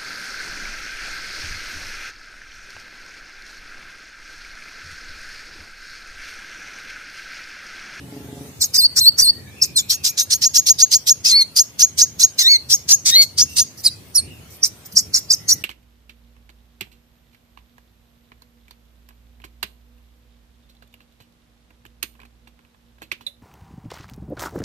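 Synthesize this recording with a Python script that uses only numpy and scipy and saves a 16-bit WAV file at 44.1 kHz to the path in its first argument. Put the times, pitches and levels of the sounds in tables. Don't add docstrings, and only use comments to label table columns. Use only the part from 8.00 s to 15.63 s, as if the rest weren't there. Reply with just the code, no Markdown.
import sys
import numpy as np
from scipy import signal
from scipy.fft import rfft, irfft, next_fast_len
from scipy.io import wavfile
from scipy.ndimage import uniform_filter1d, map_coordinates

SR = 44100
rng = np.random.default_rng(int(sys.argv[2]) if len(sys.argv) > 2 else 0)


def invert_db(level):
    return 10 ** (np.asarray(level, dtype=float) / 20)


def log_audio(samples):
    frames = np.atleast_2d(samples).T
    limited = np.clip(frames, -1, 1)
    pcm = np.round(limited * 32767).astype(np.int16)
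    wavfile.write(sys.argv[1], SR, pcm)


N = 336483

# (start [s], air level [dB], climb to the top [s], upper voice level [dB], lower voice level [dB])
CHIPS = [(1.894, -18, 0.051, -22, -24), (2.039, -17.5, 0.054, -22, -22), (2.175, -16.5, 0.051, -22.5, -25),
         (2.303, -16, 0.046, -16.5, -26), (2.416, -17.5, 0.045, -6.5, -14),
         (2.542, -15.5, 0.043, -4.5, -24), (2.662, -16.5, .044, -3.5, -19), (2.786, -18.5, 0.043, -3, -19),
         (2.912, -16, 0.043, -3, -19), (3.067, -17, 0.042, -3.5, -25), (3.56, -16.5, 0.045, -2.5, -16),
         (3.791, -16.5, 0.044, -3.5, -11.5), (3.978, -16.5, 0.049, -3, -11.5),
         (4.193, -19.5, 0.049, -8, -8.5), (4.696, -18.5, 0.045, -8.5, -5), (4.886, -15, .048, -3, -14),
         (5.378, -16, 0.045, -11, -10), (5.564, -15.5, .05, -7, -19), (7.486, -15.5, 0.04, -14, -6.5)]


def in_time(rows):
    s, *columns = np.transpose(rows)
    return [np.interp(np.arange(N) / SR, s, c) for c in columns]


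def rms_one(x):
    return x / np.sqrt(np.mean(x ** 2) + 1e-20)


def wobble(hz, size):
    r = np.exp(-2 * np.pi * hz / SR)
    return rms_one(signal.lfilter([1], [1, -2 * r, r * r], rng.standard_normal(size)))


def coloured(spectrum, likeness):
    size = next_fast_len(N)
    log_hz = np.log(np.maximum(np.fft.rfftfreq(size, 1 / SR), 1))
    spectrum_hz, spectrum_db = np.transpose(spectrum)
    likeness_hz, share = np.transpose(likeness)
    gain = invert_db(np.interp(log_hz, np.log(spectrum_hz), spectrum_db, -90, -90))
    alike = np.clip(np.interp(log_hz, np.log(likeness_hz), share), 0, 1)
    mid, side = rfft(rng.standard_normal((2, size)))
    both = np.sqrt(1 + alike) * mid + np.sqrt(1 - alike) * side * [[1], [-1]]
    return rms_one(irfft(gain * both, size)[:, :N])


def yard():
    # (time [s], level [dB])
    yard_level = [
        (0, -43),
        (.48, -40),
        (.52, -43),
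        (3, -45),
        (6, -45),
        (7.63, -44.5),
    ]
    # (frequency [Hz], density [dB per Hz])
    yard_spectrum = [(25, -65), (66, -1.5), (92, 2.5), (796, -18.5), (1500, -22), (2480, -20), (3920, -23),
                     (16000, -26.5)]
    # (frequency [Hz], likeness [0 to 1])
    yard_likeness = [(30, 0.22), (90, 1), (300, 0.56), (640, 0.49), (1400, 0.018), (15000, .02)]
    noise = coloured(yard_spectrum, yard_likeness)
    rumble = signal.sosfilt(signal.butter(2, 600, fs=SR, output="sos"), noise)
    swell = invert_db(3 * wobble(5, N))
    return invert_db(in_time(yard_level)[0]) * (noise + (swell - 1) * rumble)


def engine():
    # (time [s], rate [firings per s], level [dB])
    firing = [
        (0, 24.46, -39),
        (.2, 24.63, -36.5),
        (.46, 24.2, -37),
        (.52, 24.77, -45),
        (.7, 25, -85),
    ]
    # (frequency [Hz], width [Hz], level [dB])
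    pipe_modes = [(135, 18, 2), (279.5, 18, 2.5), (423.4, 10, -6.5), (562, 18, -13.5), (700, 22, -13),
                  (854, 18, -15)]
    rate, db = in_time(firing)
    turns = np.cumsum(rate) / SR
    fires = np.diff(np.floor(turns), prepend=0) > 0
    puffs = fires * invert_db(1.5 * rng.standard_normal(N))
    puffs = puffs + .03 * rng.standard_normal(N) * np.exp(-(turns % 1))
    out = 0
    for k, (hz, width, mode_db) in enumerate(pipe_modes):
        r = np.exp(-np.pi * width / SR)
        poles = [1, -2 * r * np.cos(2 * np.pi * hz / SR), r * r]
        out = out + (-1) ** k * invert_db(mode_db) * signal.lfilter([1, 0, -1], poles, puffs)
    return invert_db(db) * rms_one(out)


def add_glide(out, rows, lines, flutter, size=130):
    s, hz = np.transpose(rows)[:2]
    first, last = int(s[0] * SR) - 60, min(int(s[-1] * SR) + 60, N)
    t = np.arange(first, last) / SR

    def along(values):
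        return uniform_filter1d(np.interp(t, s, values), size=size, mode="nearest")

    pitch_shake, level_shake = flutter[:, first:last]
    pitch = along(hz)
    phase = 2 * np.pi * np.cumsum(pitch * (1 + pitch_shake)) / SR + first
    edge = np.clip(np.minimum(t - t[0], t[-1] - t) / .003, 0, 1)
    for multiple, db in lines:
        swell = along(invert_db(db / 2)) ** 2 * (pitch * multiple < .36 * SR)
        out[first:last] += edge * swell * invert_db(level_shake) * np.sin(multiple * phase)


def squeak(out, s, length, db, draw, flutter):
    when, where, climb = draw
    at, hz = s + .6 * length * when, 3700 + 2200 * where
    rows = [(at, hz), (at + .006, hz + 300 + 500 * climb), (at + .013, hz + 800 + 1300 * climb)]
    squeak_db = db + 4 - np.array([8, 0, 10])
    add_glide(out, rows, [(1, squeak_db), (2, squeak_db - 11)], flutter)


def without_band(x, hz):
    return signal.sosfiltfilt(signal.butter(2, hz, "bandstop", fs=SR, output="sos"), x)


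def rasp(voice):
    # (start [s], length [s], level [dB])
    note_air = [(0.608, 0.057, -19), (0.74, 0.047, -13.5), (.963, 0.045, -12.5), (1.181, 0.05, -13.5),
                (1.618, 0.049, -22.5), (1.766, 0.05, -20.5), (3.245, 0.091, -18.5), (3.405, 0.024, -28),
                (4.384, 0.061, -18), (5.056, 0.065, -14), (5.216, 0.032, -16.5), (5.837, 0.051, -24),
                (6.146, .044, -27), (6.633, 0.049, -19.5), (6.958, 0.057, -19), (7.138, 0.061, -18.5),
                (7.302, .054, -24)]
    # (start [s], length [s], level [dB])
    rustles = [
        (5.491, 0.071, -43),
        (5.772, 0.052, -41.5),
        (6.501, .077, -51),
        (6.855, 0.016, -32.5),
        (6.92, 0.023, -38),
    ]
    # (frequency [Hz], density [dB per Hz])
    mids_spectrum = [(900, -30.5), (2600, -17.5), (3600, -8), (4500, -1.5), (6000, 1), (7500, -7.5),
                     (9000, -10.5), (11000, -8.5)]
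    treble_spectrum = [(7400, -19), (8700, -12), (10000, -8), (10700, 8.5), (11500, -5.5), (13500, -6),
                       (15200, -5), (16500, -7)]
    hoarse_from_s, hoarse_until_s = 1.85, 5.7
    gap_leak = .12
    t = np.arange(N) / SR
    mids, treble, squeaks = np.zeros(N), np.zeros(N), np.zeros(N)
    # (start, length, dB, time by which bright air outlasts the rest); chip air outlasts the climb
    bursts = [(s, climb + .007, db, .0058) for s, db, climb, *_ in CHIPS]
    bursts += [(*row, -.004) for row in note_air + rustles]
    chance = rng.random((len(bursts), 4, 3))
    shaky = np.array([.012 * wobble(500, N), 2 * wobble(400, N)])
    for (s, length, db, lingers), draws in zip(bursts, chance):
        near = slice(max(int((s - .03) * SR), 0), int((s + length + .12) * SR))
        rise = np.maximum(s + .0047 - t[near], 0)
        fall = np.maximum(t[near] - s - length + .018, 0)
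        late = np.maximum(t[near] - s - length - lingers, 0)
        mids[near] += invert_db(db - 2280 * rise - 1150 * fall)
        thin_db = -7.5 - .41 * (db + 35.5)
        treble[near] += invert_db(db - 2000 * rise - 1600 * late) * invert_db(thin_db)
        if lingers > 0 and s < hoarse_until_s:
            for draw in draws:
                squeak(squeaks, s, length, db, draw, shaky)
    breath = invert_db(-30) * np.sqrt(uniform_filter1d(voice ** 2, size=400) + 1e-12)
    grain = invert_db(1.2 * wobble(500, N))
    partly = [(100, .82), (20000, .12)]   # (frequency [Hz], left-right likeness)
    hiss = (invert_db(.5) * mids + breath) * coloured(mids_spectrum, partly)
    hiss = hiss + (invert_db(9) * treble + breath) * coloured(treble_spectrum, partly)
    hiss = without_band(hiss, (10200, 11300))
    clear = gap_leak * hiss + (1 - gap_leak) * without_band(hiss, (2500, 4000))
    hiss = np.where((t > hoarse_from_s) & (t < hoarse_until_s), hiss, clear)
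    fuzz = invert_db(-18) * voice * wobble(855, N)
    return grain * hiss + squeaks + fuzz


def arches(out, flutter, notes, rise, start, edge_db, drop, loss_db, octave_db):
    for s, hz, db, fall, end_hz in notes:
        rows = [(s - rise, start * hz), (s - .4 * rise, (.23 * start + .75) * hz), (s, hz),
                (s + fall / 2, hz + drop * (end_hz - hz)), (s + fall, end_hz)]
        octave = octave_db - 1.3 * (db + 8)
        db = db - np.array([edge_db, 3, 0, loss_db, edge_db])
        add_glide(out, rows, [(1, db), (2, db + octave), (3, db + octave - 22)], flutter)


def bent_strokes(out, flutter, strokes, when, share):
    for s, length, start_hz, end_hz, db in strokes:
        bend_hz = start_hz + share * (end_hz - start_hz)
        rows = [(s, start_hz), (s + when * length, bend_hz), (s + length, end_hz)]
        add_glide(out, rows, [(1, db - np.array([12, 0, 11]))], flutter)


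def swoops(out, flutter):
    # (start [s], crest pitch [Hz], crest level [dB], dip pitch [Hz], swell level [dB])
    swoop_notes = [
        (0.768, 5074, -5.5, 4050, -4.5),
        (.995, 4380, -11, 3960, -3.5),
        (1.208, 4830, -5.5, 4128, -6),
    ]
    times_s = np.array([0, .018, .05, .072, .095, .104])
    octave_db = np.array([13, -9.5, -2.5, -17.5, -39, -21])
    end_hz = 4584
    for s, crest_hz, crest_db, dip_hz, swell_db in swoop_notes:
        hz = [.73 * crest_hz, crest_hz, dip_hz, (dip_hz + end_hz) / 2, end_hz, end_hz]
        db = np.array([crest_db - 42.5, crest_db, -13.5, swell_db, swell_db + 3, swell_db - 23])
        lines = [(1, db), (2, db + octave_db), (3, db + octave_db - 8)]
        add_glide(out, np.transpose([s + times_s, hz]), lines, flutter, size=400)


def chips(out, flutter):
    upper_s, upper_hz, upper_loss_db = (.021, .008, .012, .013), (4046, 6200, 6624, 6390), (12, 4.7, 3.2, 28)
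    lower_s, lower_hz, lower_loss_db = (.017, .006, .0047, .0054), (3995, 5590, 5750, 5680), (10, 2.2, 3.5, 20)
    false_s, false_hz, false_loss_db = (.031, .028, .003, .004), (4260, 5040, 5620, 5700), (1, .5, 9, 11)
    for s, air_db, climb, upper_db, lower_db in CHIPS:
        strokes = [(upper_db, 0, upper_s, upper_hz, upper_loss_db),
                   (lower_db, 0, lower_s, lower_hz, lower_loss_db),
                   (air_db, .022, false_s, false_hz, false_loss_db)]
        for peak_db, early, times, pitches, losses in strokes:
            start, bend, hold, end = times
            low, knee, top, sag = pitches
            first, middle, held, last = losses
            hz = np.array([low, knee, top, top, sag])
            db = peak_db - np.array([first, middle, 0, held, last])
            offsets = np.array([-start, -bend, -early, hold - early, hold + end - early])
            octave_db = db - 11 - (hz - 4000) * .0067
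            add_glide(out, np.transpose([s + climb + offsets, hz]), [(1, db), (2, octave_db)], flutter)


def doubled_whistles(out, flutter):
    # (time [s], pitch [Hz], peak level [dB])
    doubled = [
        [(3.252, 4480, -26), (3.265, 5190, -7.5), (3.288, 5270, -17), (3.308, 4350, -11.5), (3.33, 4075, -15.5),
         (3.36, 4433, -4.5), (3.39, 4482, -7.5), (3.425, 4230, -6), (3.436, 4070, -32)],
        [(4.389, 4020, -7.5), (4.4, 4375, -12.5), (4.44, 3570, -19), (4.47, 3830, -5.5), (4.49, 4320, -8),
         (4.52, 4486, -3.5), (4.565, 4117, -10), (4.578, 4080, -39)],
        [(5.068, 4200, -20), (5.103, 3750, -30), (5.13, 3686, -17.5), (5.155, 4113, -4), (5.185, 4396, -2),
         (5.218, 4448, -5), (5.232, 4250, -9.5), (5.252, 4160, -27)],
    ]
    # (multiple of pitch [ratio], level re pitch [dB])
    doubled_lines = [(.5, -21), (1, 0), (1.5, -18), (2, -25), (2.5, -27), (3, -28), (3.5, -34)]
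    weak_gains_db = (6, 0, 16, 9, 5, 3, 0)
    for rows in doubled:
        s, hz, db = np.transpose(rows)
        weak = (db < -11.5) & (s < s[-2])
        lines = [(multiple, db + line_db + weak * gain_db)
                 for (multiple, line_db), gain_db in zip(doubled_lines, weak_gains_db)]
        add_glide(out, rows, lines, flutter, size=400)


def glides():
    # (time of the top [s], top pitch [Hz], peak level [dB], fall [s], end pitch [Hz])
    arch_notes = [
        (1.624, 5750, -6.5, 0.017, 3300),
        (6.638, 6180, -4, 0.015, 4780),
        (6.974, 5790, -2.5, .012, 4730),
        (7.147, 5840, -2.5, 0.0136, 4280),
        (7.311, 5720, -3.5, 0.015, 3680),
    ]
    slide_notes = [
        (.621, 4390, -12, .012, 3640),
        (1.768, 4370, -13, .045, 3400),
        (5.856, 5350, -6, .034, 3950),
        (6.161, 5730, -11, .046, 4150),
    ]
    # (start [s], length [s], start pitch [Hz], end pitch [Hz], peak level [dB])
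    flicks = [
        (1.634, .016, 8200, 5300, -11),
        (6.651, .014, 8200, 5400, -19),
        (6.986, .018, 7800, 5400, -10),
        (7.157, .019, 8400, 5200, -10),
        (7.323, .027, 8200, 5000, -9),
        (4.199, .032, 5600, 10000, -15),
        (.63, .03, 7600, 6100, -12),
        (5.066, .03, 4950, 4400, -12),
        (5.081, .046, 5600, 5560, -15),
        (3.31, .04, 5300, 5290, -21),
    ]
    hooks = [
        (.964, .037, 5200, 6900, -8),
        (1.186, .024, 5400, 7000, -9),
        (7.481, .03, 6400, 8540, -8),
        (1.893, .03, 5300, 6900, -13),
        (.745, .028, 5900, 7400, -12),
    ]
    out = np.zeros(N)
    hoarse = np.array([.009 * wobble(600, N), 1.5 * wobble(400, N)])
    clear = np.array([.003 * wobble(300, N), .8 * wobble(150, N)])
    arches(out, clear, slide_notes, rise=.011, start=.93, edge_db=17, drop=.85, loss_db=2, octave_db=-3.5)
    bent_strokes(out, clear, flicks, when=.32, share=.49)
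    bent_strokes(out, clear, hooks, when=.75, share=.258)
    swoops(out, clear)
    arches(out, clear, arch_notes, rise=.01, start=.72, edge_db=27, drop=.3, loss_db=6, octave_db=-18)
    chips(out, hoarse)
    doubled_whistles(out, clear)
    return out


def at_microphones(x):
    # (time [s], left lag [samples], left-right level [dB])
    head_turns = [
        (.6, 6.37, 0),
        (1.8, 6.96, 0.5),
        (2.5, 8.06, -1),
        (3.5, 8.5, 0.5),
        (4.2, 7.65, -2),
        (4.6, 6.2, 0),
        (5.3, 2.3, 1),
        (6.1, 0.98, -3.5),
        (6.8, 7.3, -1.5),
        (7.6, 6.3, -0.5),
    ]
    lag, pan_db = in_time(head_turns)
    left = map_coordinates(x[0], [np.arange(N) - lag], order=3, mode="nearest")
    return np.array([left * invert_db(pan_db / 2), x[1] * invert_db(-pan_db / 2)])


def yard_echo(x, t60):
    t = np.arange(int(.6 * SR)) / SR
    tail = rng.standard_normal((2, len(t))) * invert_db(-60 * t / t60) * (t > .004)
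    return signal.fftconvolve(x[None], tail / np.sqrt(np.sum(tail ** 2) / 2), axes=1)[:, :N]


def far_bird():
    # (start [s], length [s], start pitch [Hz], highest pitch [Hz], peak level [dB])
    far_slurs = [
        (1.3, 0.18, 1815, 1900, -54),
        (1.469, 0.23, 2255, 2636, -45.5),
        (1.761, 0.32, 2244, 2770, -43.5),
        (5.437, .13, 2710, 2740, -46),
        (6.187, 0.18, 2190, 2790, -49.5),
        (6.519, 0.091, 2265, 2530, -49),
        (7.393, 0.29, 1996, 1980, -50),
    ]
    out = np.zeros(N)
    for s, length, start_hz, top_hz, db in far_slurs:
        end_hz = top_hz * (1 - .9 * .5 * length)
        rows = [(s, start_hz), (s + .5 * length, top_hz), (s + length, end_hz)]
        blur = np.array([.035 * wobble(120, N), 5 * wobble(25, N)])
        add_glide(out, rows, [(1, db - np.array([0, 0, 7]))], blur, size=900)
    return .3 * out + yard_echo(out, t60=.3)


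def knock():
    start_s, hz, db, t60_s = 6.93, 190, -33, .25
    t = np.maximum(np.arange(N) / SR - start_s, 0)
    return invert_db(db - 60 * t / t60_s) * (1 - np.exp(-t / .008)) * np.sin(2 * np.pi * hz * t)


def scene():
    voice = glides()
    air = rasp(voice)
    bird = at_microphones(voice + air) + invert_db(-20.5) * yard_echo(voice + air[0], t60=.29)
    return bird + far_bird() + engine() + knock() + yard()


def masked_bands(x):
    hz, _, z = signal.stft(x, SR, nperseg=2048, noverlap=1536)
    edges = np.geomspace(1300, 16300, 33)
    band = np.digitize(hz, edges)
    power = np.mean(np.abs(z) ** 2, axis=0)
    db = 10 * np.log10([power[band == k].mean(axis=0) + 1e-14 for k in range(1, 33)])
    peak_db = 10 * np.log10([power[band == k].max(axis=0) + 1e-14 for k in range(1, 33)])
    db = np.maximum(db, np.roll(db, 2, axis=1) - 16)
    octaves = np.abs(np.log2(edges[1:, None] / edges[None, 1:]))
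    mask = np.max(db[None] - 10.5 * octaves[:, :, None], axis=1) - 30
    luck = rms_one(uniform_filter1d(rng.standard_normal(db.shape), size=7))
    noisy = peak_db - db < 8.5
    stray = invert_db(3 * luck[::-1] * noisy)
    masked = peak_db - 7 < mask + 5 * luck
    stray_hole = luck > np.quantile(luck, 1 - .032)
    gone = masked | stray_hole
    untouched = np.ones((1, db.shape[1]))
    keep = np.vstack([untouched, (1 - gone) * stray, untouched])
    return signal.istft(z * keep[band], SR, nperseg=2048, noverlap=1536)[1][:, :N]


def roll_off(x):
    return signal.sosfilt(signal.butter(12, 16330, fs=SR, output="sos"), x)


def record(dry):
    ceiling = .88
    lean = masked_bands(dry)
    rounded = ceiling * lean / (ceiling ** 6 + lean ** 6) ** (1 / 6)
    cut = signal.sosfilt(signal.cheby2(12, 70, 16300, fs=SR, output="sos"), rounded)
    return roll_off(cut)


dry = scene()
out = record(dry)
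log_audio(out)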